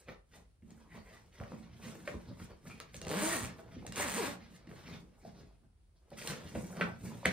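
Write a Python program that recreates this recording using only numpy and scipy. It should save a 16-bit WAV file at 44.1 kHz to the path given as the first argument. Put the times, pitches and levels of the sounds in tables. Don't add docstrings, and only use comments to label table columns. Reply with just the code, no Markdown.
import sys
import numpy as np
from scipy import signal
from scipy.fft import rfft, irfft, next_fast_len
from scipy.io import wavfile
from scipy.ndimage import uniform_filter1d

SR = 44100
rng = np.random.default_rng(int(sys.argv[2]) if len(sys.argv) > 2 else 0)


def to_wav(sig):
    pcm = np.clip(np.atleast_2d(sig), -1, 1) * 32767
    pcm = np.round(pcm).astype(np.int16)
    wavfile.write(sys.argv[1], SR, pcm.T)


N = 323025

# frequency in Hz, relative level in dB.
AIR_SPECTRUM = [(30, 0.5), (50, 3), (80, -2), (150, -15), (500, -30), (1500, -37), (4500, -39.5),
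                (7100, -44), (10000, -37.5), (14000, -64), (16000, -49)]
RUB_SPECTRUM = [(600, -19), (1100, -5), (1500, -1), (2000, 1.5), (2800, -4.5), (4500, -7.5), (6000, -9),
                (8000, -29)]
WEAVE_SPECTRUM = [(3000, -76.5), (5000, 5), (7000, 13.5), (9000, 10), (11000, 6), (12000, -21.5),
                  (14000, 11), (16000, -25.5)]
FOLD_SPECTRUM = [(150, -46), (350, 4.5), (550, 2), (900, -2.5), (1500, -9), (3000, -34.5)]
BAG_TICK_SPECTRUM = [(3000, -41.5), (4200, 4), (7000, 16.5), (9000, 10.5), (11000, -13), (14000, -5),
                     (16000, -23)]
BOX_TICK_SPECTRUM = [(3000, -45), (4200, 0), (7000, 1), (9000, 4), (11000, -3), (14000, -8), (16000, -27)]
TOOTH_SPECTRUM = [(100, -11), (195, 16.5), (300, 4.5), (470, 5.5), (620, -12), (800, -6), (1000, -4),
                  (2000, -31.5), (4000, -47.5)]
SLIDER_SPECTRUM = [(1500, -31), (4000, -29), (6500, 1), (8700, 3), (10500, -3.5), (12000, -25), (14000, -8),
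                   (16000, -12)]
TAPE_SPECTRUM = [(200, -11), (600, -5), (1000, -3), (1900, -1), (3000, -8), (5500, -12.5), (9000, -11.5),
                 (12000, -23), (14000, -14), (16000, -46)]
# frequency in Hz, level in dB, T60 in seconds.
BAG_MODES = [(108, 7, 0.054), (164.8, 1.5, 0.053), (219.5, 3.5, 0.037), (301.6, 0, 0.033), (495, 1, 0.056),
             (533, 3.5, 0.032), (595, 8, 0.037), (766, -4, 0.09), (960, -26, 0.025), (1270, 4, 0.015),
             (1324, 4.5, 0.033), (1600, -1, 0.034), (1850, 15, 0.013), (2120, 11.5, 0.009),
             (2400, 3.5, 0.012), (2778, 1, 0.12), (3960, 11, 0.011), (4200, 1, 0.013)]
BOX_MODES = [(111, -13, 0.13), (180, 4, 0.077), (267, -14, 0.025), (338, -7.5, 0.054), (557, 7.5, 0.056),
             (630, 7, 0.025), (748, 0, 0.038), (1263, 9.5, 0.05), (1384, 12, 0.049), (1470, 8, .03),
             (1540, 14, 0.046), (1860, 2, 0.034), (2000, 6, 0.038), (2300, 12, 0.015), (3110, 7, 0.034),
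             (3480, 1, 0.034)]
# peak time, rise and fall in seconds, then levels in dB of
CLOTH_RUSTLES = [ (0.0, .01, 0.071, -62.5, -68, -68, -69), (0.091, 0.021, 0.06, -57, -50.5, -90, -46.5),
                 (0.363, 0.077, 0.087, -64, -60, -69, -63.5), (.63, 0.019, 0.38, -92, -60, -85, -100),
                 (0.699, 0.047, 0.36, -70.5, -61, -79, -66.5), (0.956, 0.05, 0.091, -57.5, -50, -77, -58.5),
                 (1.142, 0.37, 0.3, -68, -65.5, -71.5, -64), (1.34, 0.03, 0.35, -65.5, -87, -75.5, -74),
                 (1.41, 0.033, 0.1, -69, -51.5, -80, -55), (1.52, 0.14, 0.47, -64.5, -51.5, -77.5, -63),
                 (1.861, 0.12, 0.39, -58, -49, -61, -54.5), (2.06, 0.019, 0.21, -57, -56.5, -65.5, -76),
                 (2.148, 0.11, 0.022, -70, -42.5, -85, -50), (2.33, 0.18, 0.013, -80, -47.5, -80, -58),
                 (2.425, 0.12, 0.063, -57.5, -52, -61.5, -60), (2.508, 0.047, 0.058, -64, -53.5, -90, -56),
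                 (2.674, 0.042, 0.14, -56, -48, -61, -52.5), (2.82, 0.066, 0.078, -69.5, -70, -91, -56),
                 (2.947, 0.032, 0.083, -59.5, -59, -61, -62.5), (3.05, 0.05, 0.84, -67, -49, -79, -50),
                 (3.5, 0.92, 0.094, -58, -48.5, -71, -69), (3.6, 0.072, 0.058, -61.5, -64, -69.5, -52),
                 (3.718, 0.14, 0.43, -62.5, -52.5, -79, -77), (3.81, 0.044, 0.29, -71, -50.5, -88, -79),
                 (3.9, 0.086, 0.056, -67, -50.5, -69, -62), (3.97, 0.061, 1, -63, -50, -82, -56),
                 (4.42, 0.046, 0.12, -68.5, -69, -84, -75), (4.567, 0.13, 0.021, -60.5, -53.5, -65.5, -68),
                 (4.693, 0.0082, 0.43, -63.5, -57.5, -68.5, -60),
                 (4.875, 0.045, 0.15, -57, -71, -65.5, -70), (4.94, 0.21, 0.11, -56.5, -48, -68, -58),
                 (5.031, 0.057, 0.029, -86, -55, -97, -63.5), (5.2, 0.084, 0.21, -84, -83, -76, -93),
                 (5.279, 0.063, 0.054, -69, -53, -73, -67), (5.418, 0.27, 0.17, -70, -56, -83, -63),
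                 (5.649, 0.049, 0.051, -105, -66, -93, -75), (6.03, 0.32, 0.035, -95, -88, -93, -86),
                 (6.13, 0.03, 0.054, -59.5, -51, -80, -80.5), (6.178, 0.015, 0.24, -50, -58, -55.5, -75),
                 (6.3, 0.13, 0.11, -47, -46, -51, -45.5), (6.45, 0.14, 0.59, -61, -50, -71.5, -59),
                 (6.56, 0.039, 0.11, -54.5, -37.5, -57, -51), (6.7, 0.38, 0.27, -64, -80, -62.5, -83),
                 (6.826, 0.14, 0.13, -50, -40.5, -74, -44.5), (7.064, 0.092, 0.2, -59.5, -43, -58.5, -52),
                 (7.22, 0.18, 0.14, -65.5, -77, -65, -79), (7.27, 0.031, 0.12, -45, -55, -68, -49),
                 (7.32, 0.084, .1, -55, -40, -61, -60), ]
# peak time, rise and fall in seconds,
# frequency in Hz, # level in dB, grain length in milliseconds.
SQUEAKS_AND_RASPS = [(.068, .02, .015, 2500, -68, 4.2), (0.781, .03, 0.11, 1555, -73, 3.5),
                     (.85, 0.095, 0.088, 990, -69.5, 2.8), (.92, 0.04, 0.13, 1950, -60.5, 1.36),
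                     (.98, .02, 0.052, 4540, -65, 2.2), (1.07, 0.043, .05, 2000, -63.5, 1.2),
                     (1.18, 0.24, 0.027, 1953, -63.5, 3.3), (2.29, 0.036, .04, 4370, -64.5, 0.48),
                     (2.708, 0.026, 0.043, 2400, -51, 8.1), (2.76, 0.037, 0.19, 2380, -65, 4.5),
                     (3.33, .035, 0.061, 1850, -40.5, 5), (4.025, 0.065, 0.035, 1949, -36, 1.56),
                     (5.22, 0.027, .04, 2180, -73, 2.2), (5.27, 0.071, 0.046, 5070, -67, 0.53),
                     (5.4, 0.093, 0.027, 4910, -67, 0.33), (5.97, 0.019, 0.028, 4600, -78, 0.43),
                     (6.282, 0.021, 0.017, 4170, -46, 2.4), (6.33, .06, 0.03, 3840, -64, 1.9),
                     (6.89, .05, 0.026, 797, -54, 5.6)]
# start in seconds, peak of the crack in dB, centre in Hz,
# width in octaves, then levels in dB relative to the crack of thud, hollow knock, rattle and tick.
IMPACTS = [ (0.085, -45.5, 1930, 0.55, -6.5, 1.5, 2.5, -20), (0.623, -71, 2130, 0.81, 22.5, -25, 2, -25),
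           (0.705, -56, 2100, 2, 2, -40, -11, 4.5), (0.959, -59, 497, 0.56, 12.5, -10, -15, -40),
           (1.401, -38, 1440, 1.04, -2, -20, -42, -22), (1.437, -41, 1560, 0.92, -20, -15, -16, -20),
           (1.52, -38.5, 796, 1.3, -6, -9, -29, -22), (2.076, -35, 1560, 1.1, -19, 0.5, 0.5, -9),
           (2.145, -53, 590, 0.49, 17.5, -9, -26, -40), (2.4, -51, 1110, 0.86, -7, -10, 2, -25),
           (2.654, -55, 900, 0.94, -5, -12.5, 2, -29), (2.7, -48, 1200, 1.2, -20, -15, -2, -27),
           (2.802, -26.5, 1770, 3.1, -31, -33, -16, -17), (2.944, -36, 2540, 1.2, -10, -11.5, -27, -9.5),
           (2.965, -40, 2960, 2.5, -6, -55, -26, 0.5), (3.016, -29, 2400, 2.6, -16, -14.5, -18, -7.5),
           (3.05, -35.5, 2460, 1.7, -15, -12, -18, -11), (3.069, -37.5, 2190, 1.3, -6, -17, -5, -4),
           (3.082, -35, 2500, 1.7, -14.5, -12, -19, -3), (3.092, -35, 2500, 1.5, -15.5, -8, -16.5, -4),
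           (3.1, -32, 2800, 1.5, -16, -1.5, -18, -7), (3.107, -35, 3000, 1.3, -21, -0.5, -16, -10),
           (3.765, -52.5, 496, 0.41, 13.5, -24, -27, -43), (3.827, -48, 800, 0.94, -2, -4, -22, -32),
           (3.849, -44.5, 766, 0.35, -20, -3, -17, -35), (3.866, -31, 2320, 2.9, -19, -28, -15, -8.5),
           (3.923, -29.5, 2600, 2.6, -36, -23, -14, -9.5), (3.959, -31.5, 2400, 1.2, -29, -17, -21, -3),
           (3.998, -36, 805, .6, -9, 0, -1, -30), (4.672, -49.5, 1790, 2, 5, -15, -4.5, -13),
           (4.715, -43.5, 1600, 1.25, -6, -9.5, -39, -22), (5.25, -42.5, 686, 0.33, -33, -8.5, -31, -32),
           (6.104, -52, 4000, 1.5, -19, -24, -11, -2), (6.118, -50, 595, 0.29, -27, 4, -22, -40),
           (6.216, -37, 2400, 0.75, -37, -32, -23, -9), (6.2743, -22.5, 2890, 1.8, -45, -22, -18, -6.5),
           (6.551, -46, 1950, 1, -1, 15, 4.5, -15), (6.63, -41.5, 302, 1.4, 3, -16, -35, -50),
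           (6.705, -47, 910, 0.91, -1, -4, -17, -31), (6.769, -40.5, 1500, 1.4, -16, -3.5, -8, -4),
           (6.727, -50, 1720, 0.66, 2, -15, -4, -25), (6.811, -27, 1730, 1.13, -5.5, -4, 3.5, -14),
           (7.231, -42, 810, 0.71, -18, -4.5, -22, -33), (7.2527, -29.5, 1520, 1.3, -30, -8, -0.5, -7),
           (7.256, -12.5, 1984, 0.4, -17, -13.5, -28, -12), (7.2579, -24, 3280, 0.57, -30, -31, -14, -4),
           (7.264, -31.5, 1980, 0.87, 0, -2, -3, -18), ]
# time in seconds, rate in teeth per second.
SLIDER_SPEED = [(3.051, 52), (3.075, 70), (3.087, 108), (3.105, 128), (3.122, 156), (3.15, 156),
                (3.168, 200), (3.21, 205), (3.218, 298), (3.25, 310), (3.29, 345), (3.33, 350),
                (3.355, 290), (3.4, 170), (3.53, 50), (3.94, 140), (3.97, 240), (4.0, 280), (4.035, 305),
                (4.07, 255), (4.1, 140), (4.135, 140), (4.17, 290), (4.182, 490), (4.2, 450), (4.222, 355),
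                (4.25, 262), (4.33, 290), (4.39, 80)]
# time in seconds, then levels in dB of buzz, scrape and tick.
ZIP_STROKES = [
    [(3.051, -47, -54.5, -66), (3.059, -50.5, -66.5, -64), (3.1, -56.5, -52, -55), (3.115, -40.5, -40, -55),
     (3.155, -39.5, -41.5, -61), (3.185, -41.5, -39, -49.5), (3.213, -41, -42, -42.5),
     (3.235, -32.5, -42, -40.5), (3.267, -34.5, -43, -39), (3.301, -42.5, -42.5, -45.5),
     (3.343, -35, -41.5, -40.5), (3.417, -56, -47, -52.5), (3.451, -48, -41, -49), (3.485, -65, -56, -70),
     (3.53, -72, -85.5, -88)],
    [(3.94, -54, -66.5, -72), (3.97, -57.5, -38.5, -49.5), (4.002, -46, -40, -41.5),
     (4.02, -53, -43.5, -39.5), (4.05, -40, -44, -55), (4.09, -49, -39.5, -46), (4.13, -54.5, -41, -45.5),
     (4.17, -41.5, -40, -44), (4.2, -33.5, -49, -49), (4.228, -39, -42.5, -51), (4.268, -47.5, -40, -71),
     (4.284, -37.5, -46.5, -87), (4.342, -72, -54, -103), (4.39, -69, -91, -91)],
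]
# frequency in Hz, T60 in seconds, level in dB.
ROOM_DECAY = [(106, 0.24, -3), (404, 0.3, 0), (1200, 0.3, 0), (2100, 0.28, -3.5), (4300, 0.2, 1.5),
              (10800, 0.16, -4)]
# frequency in Hz, left-right coherence from 0 to 1.
COHERENCE = [(25, 1), (60, 1), (150, 0.58), (300, 0.41), (650, 0.004), (1400, 0), (16000, 0)]
# frequency in Hz, phase relative to the right in radians.
LEFT_PHASE = [(100, 0), (600, -.35), (1800, -1.0), (2400, -.3), (4250, -.4), (5400, -2.1), (7500, -3.6),
              (8600, -6), (10200, -6.6), (10900, -9.3), (12300, -9.5), (13200, -12.6), (15000, -12.6),
              (16000, -15.7)]

AIR_DB, SWING_DB = -63, 20
RATTLE_T60_S, PUSH_S = 0.065, 0.0033
SPOT_SHIFT = .012
BOX_DOWN_S, BOX_LIFTED_S = .3, 6.0
MIC_LOW_HZ, MIC_HIGH_HZ = 42.3, 15900


def gain_of(db):
    return 10 ** (np.asarray(db) / 20)


def unit_rms(x):
    return x / np.sqrt(np.mean(x ** 2) + 1e-20)


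def wander(samples, shape=N):
    return unit_rms(uniform_filter1d(rng.standard_normal(shape), samples))


def at_hz(table, hz, column=1):
    table = np.asarray(table)
    return np.interp(np.log(hz + 1), np.log(table[:, 0] + 1), table[:, column])


def swell(peak_s, rise_s, fall_s):
    t = np.arange(N) / SR - peak_s
    return gain_of(-SWING_DB * np.maximum(-t / max(rise_s, .005), t / max(fall_s, .005)))


def coloured(x, spectrum):
    log_gain = np.log(gain_of(at_hz(spectrum, abs(np.fft.fftfreq(8192, 1 / SR)))))
    taps = np.fft.ifft(np.exp(np.conj(signal.hilbert(log_gain)))).real[:2048]
    return signal.oaconvolve(x, taps)[:len(x)]


def resonate(force, weight_db, modes=BAG_MODES):
    hz, db, t60 = np.transpose(modes)[:, :, None]
    t = np.arange(6000) / SR
    partials = gain_of(db + weight_db(hz) - 60 * t / t60) * np.sin(2 * np.pi * hz * t)
    radiation = signal.butter(2, 110, "highpass", fs=SR)
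    return signal.oaconvolve(force, signal.lfilter(*radiation, partials.sum(0)))[:len(force)]


def diffuse_pair(left, independent, hz):
    coherence = np.clip(at_hz(COHERENCE, hz), -1, 1)
    return np.array([left, coherence * left + np.sqrt(1 - coherence ** 2) * independent])


def room_air():
    hz = np.fft.rfftfreq(N, 1 / SR)
    white = diffuse_pair(*rfft(rng.standard_normal((2, N))), hz)
    air = irfft(white * gain_of(at_hz(AIR_SPECTRUM, hz)), N)
    return gain_of(AIR_DB + 1.06 * wander(4000)) * unit_rms(air)


def through_room(x):
    reflections = np.zeros((2, SR // 2))
    slots = np.arange(330, SR // 2 - 20, 20)
    arrivals = slots + rng.integers(0, 20, (2, len(slots)))
    np.put_along_axis(reflections, arrivals, rng.choice([-1., 1.], arrivals.shape), 1)
    band_hz, t, bands = signal.stft(reflections, SR, nperseg=256)
    t60 = at_hz(ROOM_DECAY, band_hz)[:, None]
    energy = t60 / (2 * np.log(1000)) * SR / 20
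    bands *= gain_of(at_hz(ROOM_DECAY, band_hz, column=2)[:, None] - 60 * t / t60) / np.sqrt(energy)
    size = next_fast_len(N + SR)
    hz = np.fft.rfftfreq(size, 1 / SR)
    tail = diffuse_pair(*rfft(signal.istft(bands, SR, nperseg=256)[1], size), hz)
    direct = np.array([np.exp(1j * at_hz(LEFT_PHASE, hz)), np.ones(len(hz))]) * gain_of([[-.3], [.2]])
    return irfft(rfft(x, size) * (direct + tail), size)[:, :N]


def slips(per_s, spread_db):
    chance, size, sign = rng.random(N), rng.exponential(1, N), rng.standard_normal(N)
    return unit_rms((chance < per_s / SR) * gain_of(spread_db * np.minimum(size, 5)) * sign)


def creased(force, spectrum, depth_db):
    bands = signal.stft(coloured(force, spectrum), nperseg=1024)[2]
    patches = uniform_filter1d(rng.standard_normal(bands.shape), size=3, axis=0)
    patches = unit_rms(uniform_filter1d(patches, size=3, axis=1))
    return unit_rms(signal.istft(bands * gain_of(depth_db * patches), nperseg=1024)[1][:len(force)])


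def bumps():
    def rolloff_db(hz):
        return -11.0 * np.maximum(np.log2(hz / 210), 0) ** 2.7

    strengths = gain_of(4.0 * np.clip(wander(2200, (7, N)), -2, 1.2))
    return sum(resonate(strength * slips(per_s=400, spread_db=1.2), rolloff_db, [mode])
               for strength, mode in zip(strengths, BAG_MODES))


def cloth():
    power = sum(np.outer(gain_of(row[3:]), swell(*row[:3])) ** 2 for row in CLOTH_RUSTLES)
    rub, heave, hiss, fold = np.sqrt(power)
    clusters = gain_of(2.63 * wander(600, (3, N)) + 2.0 * wander(3500, (3, N)))
    crackle = slips(per_s=2200, spread_db=2.0)
    weave_force = clusters[0] * (crackle + 2.1 * rng.standard_normal(N))
    weave = hiss * creased(weave_force, WEAVE_SPECTRUM, depth_db=2.0)
    thread_force = clusters[1] * (crackle + 1.7 * rng.standard_normal(N))
    threads = rub * creased(thread_force, RUB_SPECTRUM, depth_db=3.5)
    panel_force = clusters[2] * (slips(per_s=1500, spread_db=-0.5) + 0.29 * crackle)
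    panels = fold * creased(panel_force, FOLD_SPECTRUM, depth_db=3.0)
    return threads + weave + panels + heave * unit_rms(bumps())


def squeak(peak_s, rise_s, fall_s, hz, db, grain_ms):
    waver = wander(round(grain_ms * SR / 1000))
    drift = 1 + .006 * wander(1500)
    tone = np.sqrt(2) * np.sin(2 * np.pi * hz * np.cumsum(drift) / SR)
    return gain_of(db) * swell(peak_s, rise_s, fall_s) * waver * tone


def knocks():
    length = 9000
    out, t = np.zeros(N + length), np.arange(length) / SR
    impulse = 1. * (t == 0)
    for row, noise in zip(IMPACTS, rng.standard_normal((len(IMPACTS), length))):
        start_s, db, hz, octaves, thud_db, hollow_db, rattle_db, tick_db = row
        on_box = not BOX_DOWN_S < start_s < BOX_LIFTED_S
        modes = np.array(BOX_MODES if on_box else BAG_MODES)
        modes[:, 0] *= 1 + SPOT_SHIFT * noise[-len(modes):]
        band = [(hz * 2 ** (widths * octaves), level_db) for widths, level_db in
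                [(-2, -30), (-.5, -5), (0, 0), (.5, -5), (1.43, -30), (1.6, -60)]]
        rattle = noise ** 3 / 4 * gain_of(-60 * t / RATTLE_T60_S) * (1 - np.exp(-t / 0.00084))
        force = impulse + 0.15 * rattle
        soft_push = np.convolve(force, np.hanning(round(PUSH_S * SR)))[:length]
        ring = resonate(force, lambda f: at_hz(band, f) - 40 * (f < 350), modes)
        thud = resonate(soft_push, lambda f: -40 * (f >= 350), modes)
        hollow = resonate(force, lambda f: -40 * ((f < 350) | (f > 900)), modes)
        burst = impulse + 0.75 * noise * gain_of(-60 * t / 0.017)
        tick = coloured(burst, BOX_TICK_SPECTRUM if on_box else BAG_TICK_SPECTRUM)
        crack = coloured(impulse, band)
        parts = ((crack, 0), (ring, rattle_db + 2), (coloured(rattle, band), rattle_db - 7),
                 (thud, thud_db), (hollow, hollow_db), (tick, tick_db))
        at = round(start_s * SR)
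        for part, part_db in parts:
            out[at:at + length] += gain_of(db + part_db) * part / abs(part).max()
    return out[:N]


def zip_stroke(rows):
    times, *levels = np.transpose(rows)
    t = np.arange(times[0], times[-1], 1 / SR)
    rate = np.interp(t, *np.transpose(SLIDER_SPEED))
    buzz_db, scrape_db, tick_db = (np.interp(t, times, level) for level in levels)
    teeth_passed = np.cumsum(rate * (1 + .03 * wander(150, len(t)))) / SR
    push_scatter, tooth_scatter, grit = rng.standard_normal((3, len(t)))
    clicks = np.diff(np.floor(teeth_passed), prepend=0) / np.sqrt(rate)

    push = -clicks * gain_of(1.2 * push_scatter)
    ring = unit_rms(resonate(push, lambda hz: -14 * abs(np.log2(hz / 500))))
    hollowness = 0.55 * np.minimum(200 / rate, 1.6) ** 0.75
    buzz = unit_rms(unit_rms(coloured(push, TOOTH_SPECTRUM)) + hollowness * ring)

    since_tooth_s = (teeth_passed % 1) / rate
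    strength = gain_of(np.minimum(rate / 80, 2.2) * tooth_scatter[teeth_passed.astype(int)])
    chatter = np.exp(-since_tooth_s / .0007) * grit[::-1] / np.sqrt(rate)
    tick = unit_rms(coloured(strength * chatter, SLIDER_SPECTRUM))

    jolt = strength * np.exp(-since_tooth_s / .001)
    friction = (rate / 400 + 0.67 * jolt) * grit
    snaps = 30 * (1 + (110 / rate) ** 2) * strength * clicks
    scrape = unit_rms(coloured(friction + snaps, TAPE_SPECTRUM))

    out, at = np.zeros(N), round(times[0] * SR)
    out[at:at + len(t)] = gain_of(buzz_db) * buzz + gain_of(tick_db) * tick + gain_of(scrape_db) * scrape
    return out


def scene():
    squeaks = sum(squeak(*row) for row in SQUEAKS_AND_RASPS)
    rustles = cloth()
    zipper = sum(zip_stroke(rows) for rows in ZIP_STROKES)
    return through_room(rustles + squeaks + zipper + knocks()) + room_air()


def record(dry):
    highpass = signal.butter(4, MIC_LOW_HZ, "highpass", fs=SR, output="sos")
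    lowpass = signal.firwin(511, MIC_HIGH_HZ, window=("kaiser", 9), fs=SR)
    return signal.oaconvolve(signal.sosfilt(highpass, dry), lowpass[None], "same")


dry = scene()
out = record(dry)
to_wav(out)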